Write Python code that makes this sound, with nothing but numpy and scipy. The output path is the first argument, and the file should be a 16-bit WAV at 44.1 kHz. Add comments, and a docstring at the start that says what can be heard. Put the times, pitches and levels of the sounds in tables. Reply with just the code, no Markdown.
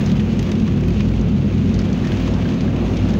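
"""Inside a car driving through rain, with a hand-held phone as the listening point.
At first the phone faces ahead: shaped noise roars as road and wind, and wandering sines make two low cabin
hums and the engine. Spray hisses, easing in the first second, while ticks and noise bursts ring as rain
drops: a dense patter, larger nearer drops and a few short notes. From about 1.7 s the phone turns to the
side window, the balance of roar, hums and engine changes, and the upper roar then swells."""
import sys
import numpy as np
from scipy import signal
from scipy.fft import rfft, irfft
from scipy.io import wavfile

SR = 44100
rng = np.random.default_rng(int(sys.argv[2]) if len(sys.argv) > 2 else 0)


def dump(signal):
    """Clip the signal to [-1, 1] and save it as 16-bit WAV at the path in sys.argv[1]."""
    limited = np.clip(np.atleast_2d(signal).T, -1, 1)
    pcm = np.round(limited * 32767).astype(np.int16)
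    wavfile.write(sys.argv[1], SR, pcm)


N = 140679

# Colour of spray and far rain, also lent to the patter: (pitch_hz, relative level_db per Hz)
SPRAY_COLOUR = [(800, 16), (1100, -6.5), (1400, -9.5), (2300, -9), (2700, -8), (4000, -16), (5200, -21.5),
                (6600, -21.5), (7300, -32), (8100, -38.5), (10000, -43), (11500, -45), (13200, -46.5),
                (13900, -40.5), (14600, -42.5), (15100, -37), (16500, -28)]


def amp(db):
    """Turn decibels into a gain."""
    return 10 ** (np.asarray(db) / 20)


def rms_one(x):
    """Scale a signal to an rms of 1."""
    return x / np.sqrt(np.mean(x ** 2) + 1e-20)


def in_time(rows):
    """Read a (time, value) curve at every sample, with straight lines between its points."""
    return np.interp(np.arange(N) / SR, *np.transpose(rows))


def at_hz(points, hz):
    """Read a (frequency, level) curve on a logarithmic frequency axis."""
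    point_hz, level_db = np.transpose(points)
    return np.interp(np.log(hz), np.log(point_hz), level_db)


def drift(rate):
    """Random wandering around zero, spread about 1: noise smoothed twice at the rate in Hz."""
    step = 40  # samples between the slow values
    r = np.exp(-2 * np.pi * rate * step / SR)
    white = rng.standard_normal(N // step + 2002)
    slow = signal.lfilter([1], [1, -2 * r, r * r], white)[2000:]  # leave out the filter's start
    return np.interp(np.arange(N) / step, np.arange(len(slow)), rms_one(slow - slow.mean()))


def resonate(x, hz, width_hz):
    """Ring at one frequency: a two-pole resonance with a gain of about 1 at its top."""
    r = np.exp(-np.pi * width_hz / SR)
    feedback = [1, -2 * r * np.cos(2 * np.pi * hz / SR), r * r]
    return signal.lfilter(np.array([1, 0, -1]) * (1 - r * r) / 2, feedback, x)


def coloured(spectrum, x, low, high):
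    """Shape a signal by a spectrum and keep it between low and high (Hz) with soft edges."""
    hz = np.maximum(np.fft.rfftfreq(N, 1 / SR), 1)
    edge = 1 / np.sqrt((1 + (low / hz) ** 40) * (1 + (hz / high) ** 40))
    return irfft(rfft(x) * amp(at_hz(spectrum, hz)) * edge, N)


def patchy(spectrum, edges, patchy_db, rate):
    """Coloured noise in bands; each band's level flickers with a shared and an own drift."""
    shared = drift(rate / 4)
    out = 0
    for low, high in zip(edges, edges[1:]):
        band = coloured(spectrum, rng.standard_normal(N), low, high)
        out = out + band * amp(patchy_db * (shared + drift(rate)))
    return out


def roar(turn):
    """Road and wind through the body: shaped noise whose colour fades from ahead to side with the turn."""
    # Roar colours, facing ahead and facing the side window: (pitch_hz, relative level_db per Hz)
    ahead_colour = [(25, -40.5), (45, -10), (60, -5.5), (78, -11), (100, -9), (115, -8), (140, -5.5),
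                    (160, -8), (200, -1.5), (257, -8.5), (280, -13.5), (350, -16.5), (510, -22), (560, -25),
                    (1500, -43.5), (2200, -60.5)]
    side_colour = [(25, -37.5), (45, -6.5), (60, 0), (78, -8.5), (100, 2), (119, -4), (160, 0.5),
                   (209, 1.5), (253, 3.5), (316, -11.5), (375, -13), (476, -14), (800, -22.5),
                   (1500, -36.5), (2200, -59)]
    # Lift of the part above 290 Hz, before each colour is evened to one level: (time_s, lift_db)
    upper_lift = [(0, 1.5), (0.5, -0.1), (1.2, 0.6), (1.5, 0), (1.95, -0.5), (2.4, 2), (3.19, 2)]
    roar_db, patchy_db = -18.5, 0.71
    swell = amp(in_time(upper_lift))
    out = 0
    for spectrum, share in ((ahead_colour, 1 - turn), (side_colour, turn)):
        bass = patchy(spectrum, [10, 130, 290], patchy_db, rate=29)
        upper = patchy(spectrum, [290, 700, 1800], patchy_db, rate=10)
        out = out + np.sqrt(share) * rms_one(bass + upper * swell)
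    return amp(roar_db) * out


def hums(turn):
    """Two low hums of the car's cabin, booming as it drives: sines wandering in pitch and level."""
    # One row a hum: (pitch_hz, wander as a share of pitch, waver_db, ahead_db, side_db), levels as rms
    hum_rows = [(55.9, 0.031, 2.5, -26.5, -28.5), (96.9, 0.012, 1.5, -24.5, -25)]
    out = 0
    for hz, wander, waver_db, ahead_db, side_db in hum_rows:
        level = amp(ahead_db + (side_db - ahead_db) * turn + waver_db * drift(3.5))
        phase = 2 * np.pi * np.cumsum(hz * (1 + wander * drift(6.5))) / SR
        out = out + np.sqrt(2) * level * np.sin(phase + rng.uniform(0, 2 * np.pi))
    return out


def engine(turn):
    """Engine orders: wavering sines on whole multiples of one slightly wandering base rate."""
    # One row an order: (multiple of the base rate, relative ahead_db, relative side_db)
    orders = [(4, -25.5, -33), (5, -26, -28.5), (6, -24.5, -30), (7, -32, -38), (10, -36.5, -34.5),
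              (11, -40.5, -45.5)]
    base_hz, wander_share = 34.88, 0.009
    engine_db, waver_db = 0.58, 2.5
    phase = 2 * np.pi * np.cumsum(base_hz * (1 + wander_share * drift(2.9))) / SR
    out = 0
    for multiple, ahead_db, side_db in orders:
        level = amp(ahead_db + (side_db - ahead_db) * turn + waver_db * drift(5.4))
        out = out + np.sqrt(2) * level * np.sin(round(multiple) * phase + rng.uniform(0, 2 * np.pi))
    return amp(engine_db) * out


def spray(level_db):
    """Spray and far rain: many blended splashes heard as hissing noise, its highest part flickering faster."""
    low = patchy(SPRAY_COLOUR, [1100, 2200, 4400, 8000, 14200], 0.8, rate=6.7)
    top = patchy(SPRAY_COLOUR, [14200, 20000], 1.8, rate=25)
    return amp(level_db) * rms_one(low + top)


def plips():
    """Some drops ring one short note: a sine with a quick rise that dies away."""
    # One row a note: (start_s, relative level_db, pitch_hz)
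    notes = [(0.676, -24.5, 1140), (0.883, -24, 2524), (1.009, -21.5, 2460), (1.5, -26, 2660),
             (2.043, -24.5, 1786), (2.072, -26.5, 1810), (2.118, -24, 1640), (2.36, -30, 1547),
             (2.454, -22, 1580), (2.678, -25.5, 1660), (3.15, -25, 1725)]
    plip_db, t60_s, rise_s = -5.5, 0.053, 0.00088
    t = np.arange(SR // 10) / SR
    out = np.zeros(N + SR)
    for start_s, level_db, hz in notes:
        i = int(start_s * SR)
        envelope = amp(level_db + plip_db - 60 * t / t60_s) * np.minimum(t / rise_s, 1)
        out[i:i + len(t)] += envelope * np.sin(2 * np.pi * hz * t)
    return out[:N]


def splash(where, tick_db, band_db, pitches):
    """Each drop is a dry tick and a dying noise burst; both ring every panel resonance at its own strength."""
    burst_t60_s, ring_cycles = 0.032, 11.5
    fall = amp(-60 / (burst_t60_s * SR))
    out = 0
    for hz, tick, burst in zip(pitches, tick_db.T, band_db.T):
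        ticks, clicks = np.full((2, N), 1e-12)
        np.add.at(ticks, where, amp(tick) * np.sqrt(SR / hz))
        np.add.at(clicks, where, amp(burst))
        # Each click becomes a falling envelope that shapes the noise
        x = ticks + signal.lfilter([1], [1, -fall], clicks) * rng.standard_normal(N)
        width_hz = hz * 3 / ring_cycles
        ringing = resonate(resonate(x, hz, width_hz), hz, width_hz)
        out = out + ringing * np.sqrt(SR / hz)
    return out


def patter(level_db, hz):
    """Small drops at random times and sizes, coloured like the spray and rising and falling with it."""
    drops_per_s, patter_db, tick_db = 280, -52.5, 13.5
    size_scale_db, colour_spread_db = 4.39, 6.5
    thin_hz = 1800  # small drops carry little below this
    count = int(np.ceil(drops_per_s * N / SR))
    draw = rng.random((count, 2))
    where = (draw[:, 0] * N).astype(int)
    size = patter_db + level_db[where] - level_db.mean()
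    size = size - size_scale_db * np.log(1 - .98 * draw[:, 1])  # many small drops, few big ones
    burst = size[:, None] + at_hz(SPRAY_COLOUR, hz) + 10 * np.log10(hz / 2500)
    burst = burst + colour_spread_db * np.tanh(rng.standard_normal((count, len(hz))))
    burst = burst - 10 * np.log10(1 + (thin_hz / hz) ** 4)
    return where, burst + tick_db, burst


def large_drops(hz):
    """Larger, nearer drops at set times; each has its own tick strength and splash colour."""
    # One row a drop: (start_s, tick_db, splash_db at 1-2, 2-4, 4-7, 8-12 and 12-16 kHz), relative levels
    drops = np.array([(0.0608, -24, -54, -33, -24.5, -66, -61), (0.1161, -6, -66, -17, -31, -62, -44),
                      (0.1773, -22, -54.5, -39, -50.5, -67, -67), (0.195, -32, -30.5, -22, -40, -59, -61),
                      (0.2927, -39, -31, -38.5, -43.5, -74, -74),
                      (0.3298, -16, -37.5, -45.5, -34, -53, -56),
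                      (0.392, -41, -39.5, -20.5, -24.5, -42, -52),
                      (0.4269, -24.5, -35, -20, -28.5, -59, -38), (0.5158, -16, -29, -22, -24.5, -44, -71),
                      (0.598, -29, -60, -25, -33, -64, -66), (0.6773, -23, -26.5, -26.5, -31.5, -70, -64),
                      (0.761, -35.5, -42, -47, -45, -71, -69), (0.8075, -32, -32.5, -37, -37, -55, -52),
                      (0.8824, -19.5, -31, -35.5, -32.5, -45, -30.5),
                      (1.0051, -33.5, -25.5, -22, -27.5, -77, -67), (1.0854, -36, -48, -36, -35, -59, -68),
                      (1.1335, -32.5, -50.5, -54, -54, -59, -62.5),
                      (1.1937, -35, -38, -35, -34, -69, -64.5), (1.2121, -29, -40, -41.5, -33, -72, -72),
                      (1.579, -34, -36.5, -33, -42, -68, -67), (1.7413, -41, -45, -39, -28.5, -69, -54),
                      (1.7905, -17.5, -25, -38, -21, -71.5, -62), (1.8164, -29, -38, -36, -31.5, -73, -60),
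                      (1.849, -30, -43, -46.5, -39.5, -67, -62.5),
                      (1.9002, -25, -36, -38.5, -46, -63.5, -70), (1.9285, -29, -46, -30, -26.5, -76, -67),
                      (2.0449, -35, -38.5, -33, -33, -69, -66), (2.0706, -31, -41.5, -43, -31.5, -61, -57),
                      (2.1191, -20, -31, -22, -31.5, -47, -62), (2.2762, -37, -22, -33, -34, -60, -60),
                      (2.3376, -26.5, -34, -32, -29, -64, -69), (2.4222, -35, -29, -23.5, -40, -68, -68),
                      (2.4529, -26, -31, -32.5, -50, -71, -62), (2.4883, -19, -34.5, -35, -30, -77, -64),
                      (2.5402, -24, -29, -48, -40, -65, -62), (2.607, -27, -41.5, -24.5, -27.5, -64, -66),
                      (2.7796, -28.5, -34.5, -43, -69, -89, -72), (2.856, -31, -32.5, -34, -44.5, -67, -59),
                      (2.9676, -25, -31.5, -24, -24, -66, -56), (3.087, -21, -30, -37, -33.5, -66, -49),
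                      (3.1054, -13.5, -38, -62, -39.5, -74, -66), (3.1381, -26.5, -29, -35, -32, -71, -65)])
    # Where the splash levels sit in pitch: (pitch_hz, column number in the drop table)
    band_points = [(1400, 2), (2800, 3), (4200, 4), (6600, 4), (8300, 5), (11500, 5), (13000, 6)]
    drop_db, tick_db, spread_db = -11.5, -20.5, 2.2
    point_hz, column = np.transpose(band_points)
    burst = np.array([np.interp(np.log(hz), np.log(point_hz), row[column]) for row in drops])
    burst = burst + spread_db * rng.standard_normal(burst.shape)
    # The tick shares the splash's colour, but has its own level
    tick = tick_db + drops[:, 1:2] + burst - drops[:, 2:].max(axis=1, keepdims=True)
    return (drops[:, 0] * SR).astype(int), tick, burst + drop_db


def rain(level_db):
    """Drops on glass and roof ring the same resonances, their treble shaped by the phone's microphone."""
    # Treble colour of the phone's microphone: (pitch_hz, gain_db)
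    mic_colour = [(6600, -3), (7400, -9), (8200, -14), (14000, -13.5), (14700, -14)]
    hz = np.geomspace(1000, 15200, 26)
    big_where, big_tick, big_burst = large_drops(hz)
    small_where, small_tick, small_burst = patter(level_db, hz)
    # Lift each resonance to undo the microphone colour at its pitch; what leaks to other pitches is shaped
    mic_db = at_hz(mic_colour, hz)
    tick = np.r_[big_tick, small_tick] - mic_db
    burst = np.r_[big_burst, small_burst] - mic_db
    lifted = splash(np.r_[big_where, small_where], tick, burst, hz)
    return coloured(mic_colour, lifted, 500, 20000)


def scene():
    """Add all sources at the phone while it turns."""
    # Phone turned to the side window: (time_s, share from 0 to 1)
    turn_rows = [(0, 0.01), (1.7, 0), (2.2, 0.89), (3.19, 0.98)]
    # Level of spray and far rain, which the patter follows: (time_s, level_db)
    spray_level = [(0.0, -34.5), (0.13, -39), (0.73, -40.5), (1.05, -40), (1.32, -41.5), (2.34, -39),
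                   (3.19, -40)]
    turn = np.clip(in_time(turn_rows), 0, 1)
    level_db = in_time(spray_level)
    car = roar(turn) + hums(turn) + engine(turn)
    wet = spray(level_db) + plips() + rain(level_db)
    return (car + wet)[None]


def record(dry):
    """Gain control evens the level, peaks are rounded, the deepest rumble and the top are cut."""
    squeeze, squeeze_s = 0.25, 0.04  # share of the level swing removed, averaging time
    round_top = 0.72  # ceiling of the rounded peaks, before the two cuts
    rumble_cut_hz, top_cut_hz = 27.5, 15760
    r = np.exp(-1 / (squeeze_s * SR))
    mean = np.mean(dry ** 2)
    power = signal.lfilter([1 - r], [1, -r], dry ** 2 - mean) + mean
    # Half the exponent, because power is the square of level
    even = dry * (np.maximum(power, .05 * mean) / mean) ** (-squeeze / 2)
    rounded = round_top * np.tanh(even / round_top)
    rumble_cut = signal.butter(4, rumble_cut_hz, "high", fs=SR, output="sos")
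    top_cut = signal.ellip(12, .5, 60, top_cut_hz, fs=SR, output="sos")
    return signal.sosfilt(top_cut, signal.sosfilt(rumble_cut, rounded))


dry = scene()
out = record(dry)
dump(out)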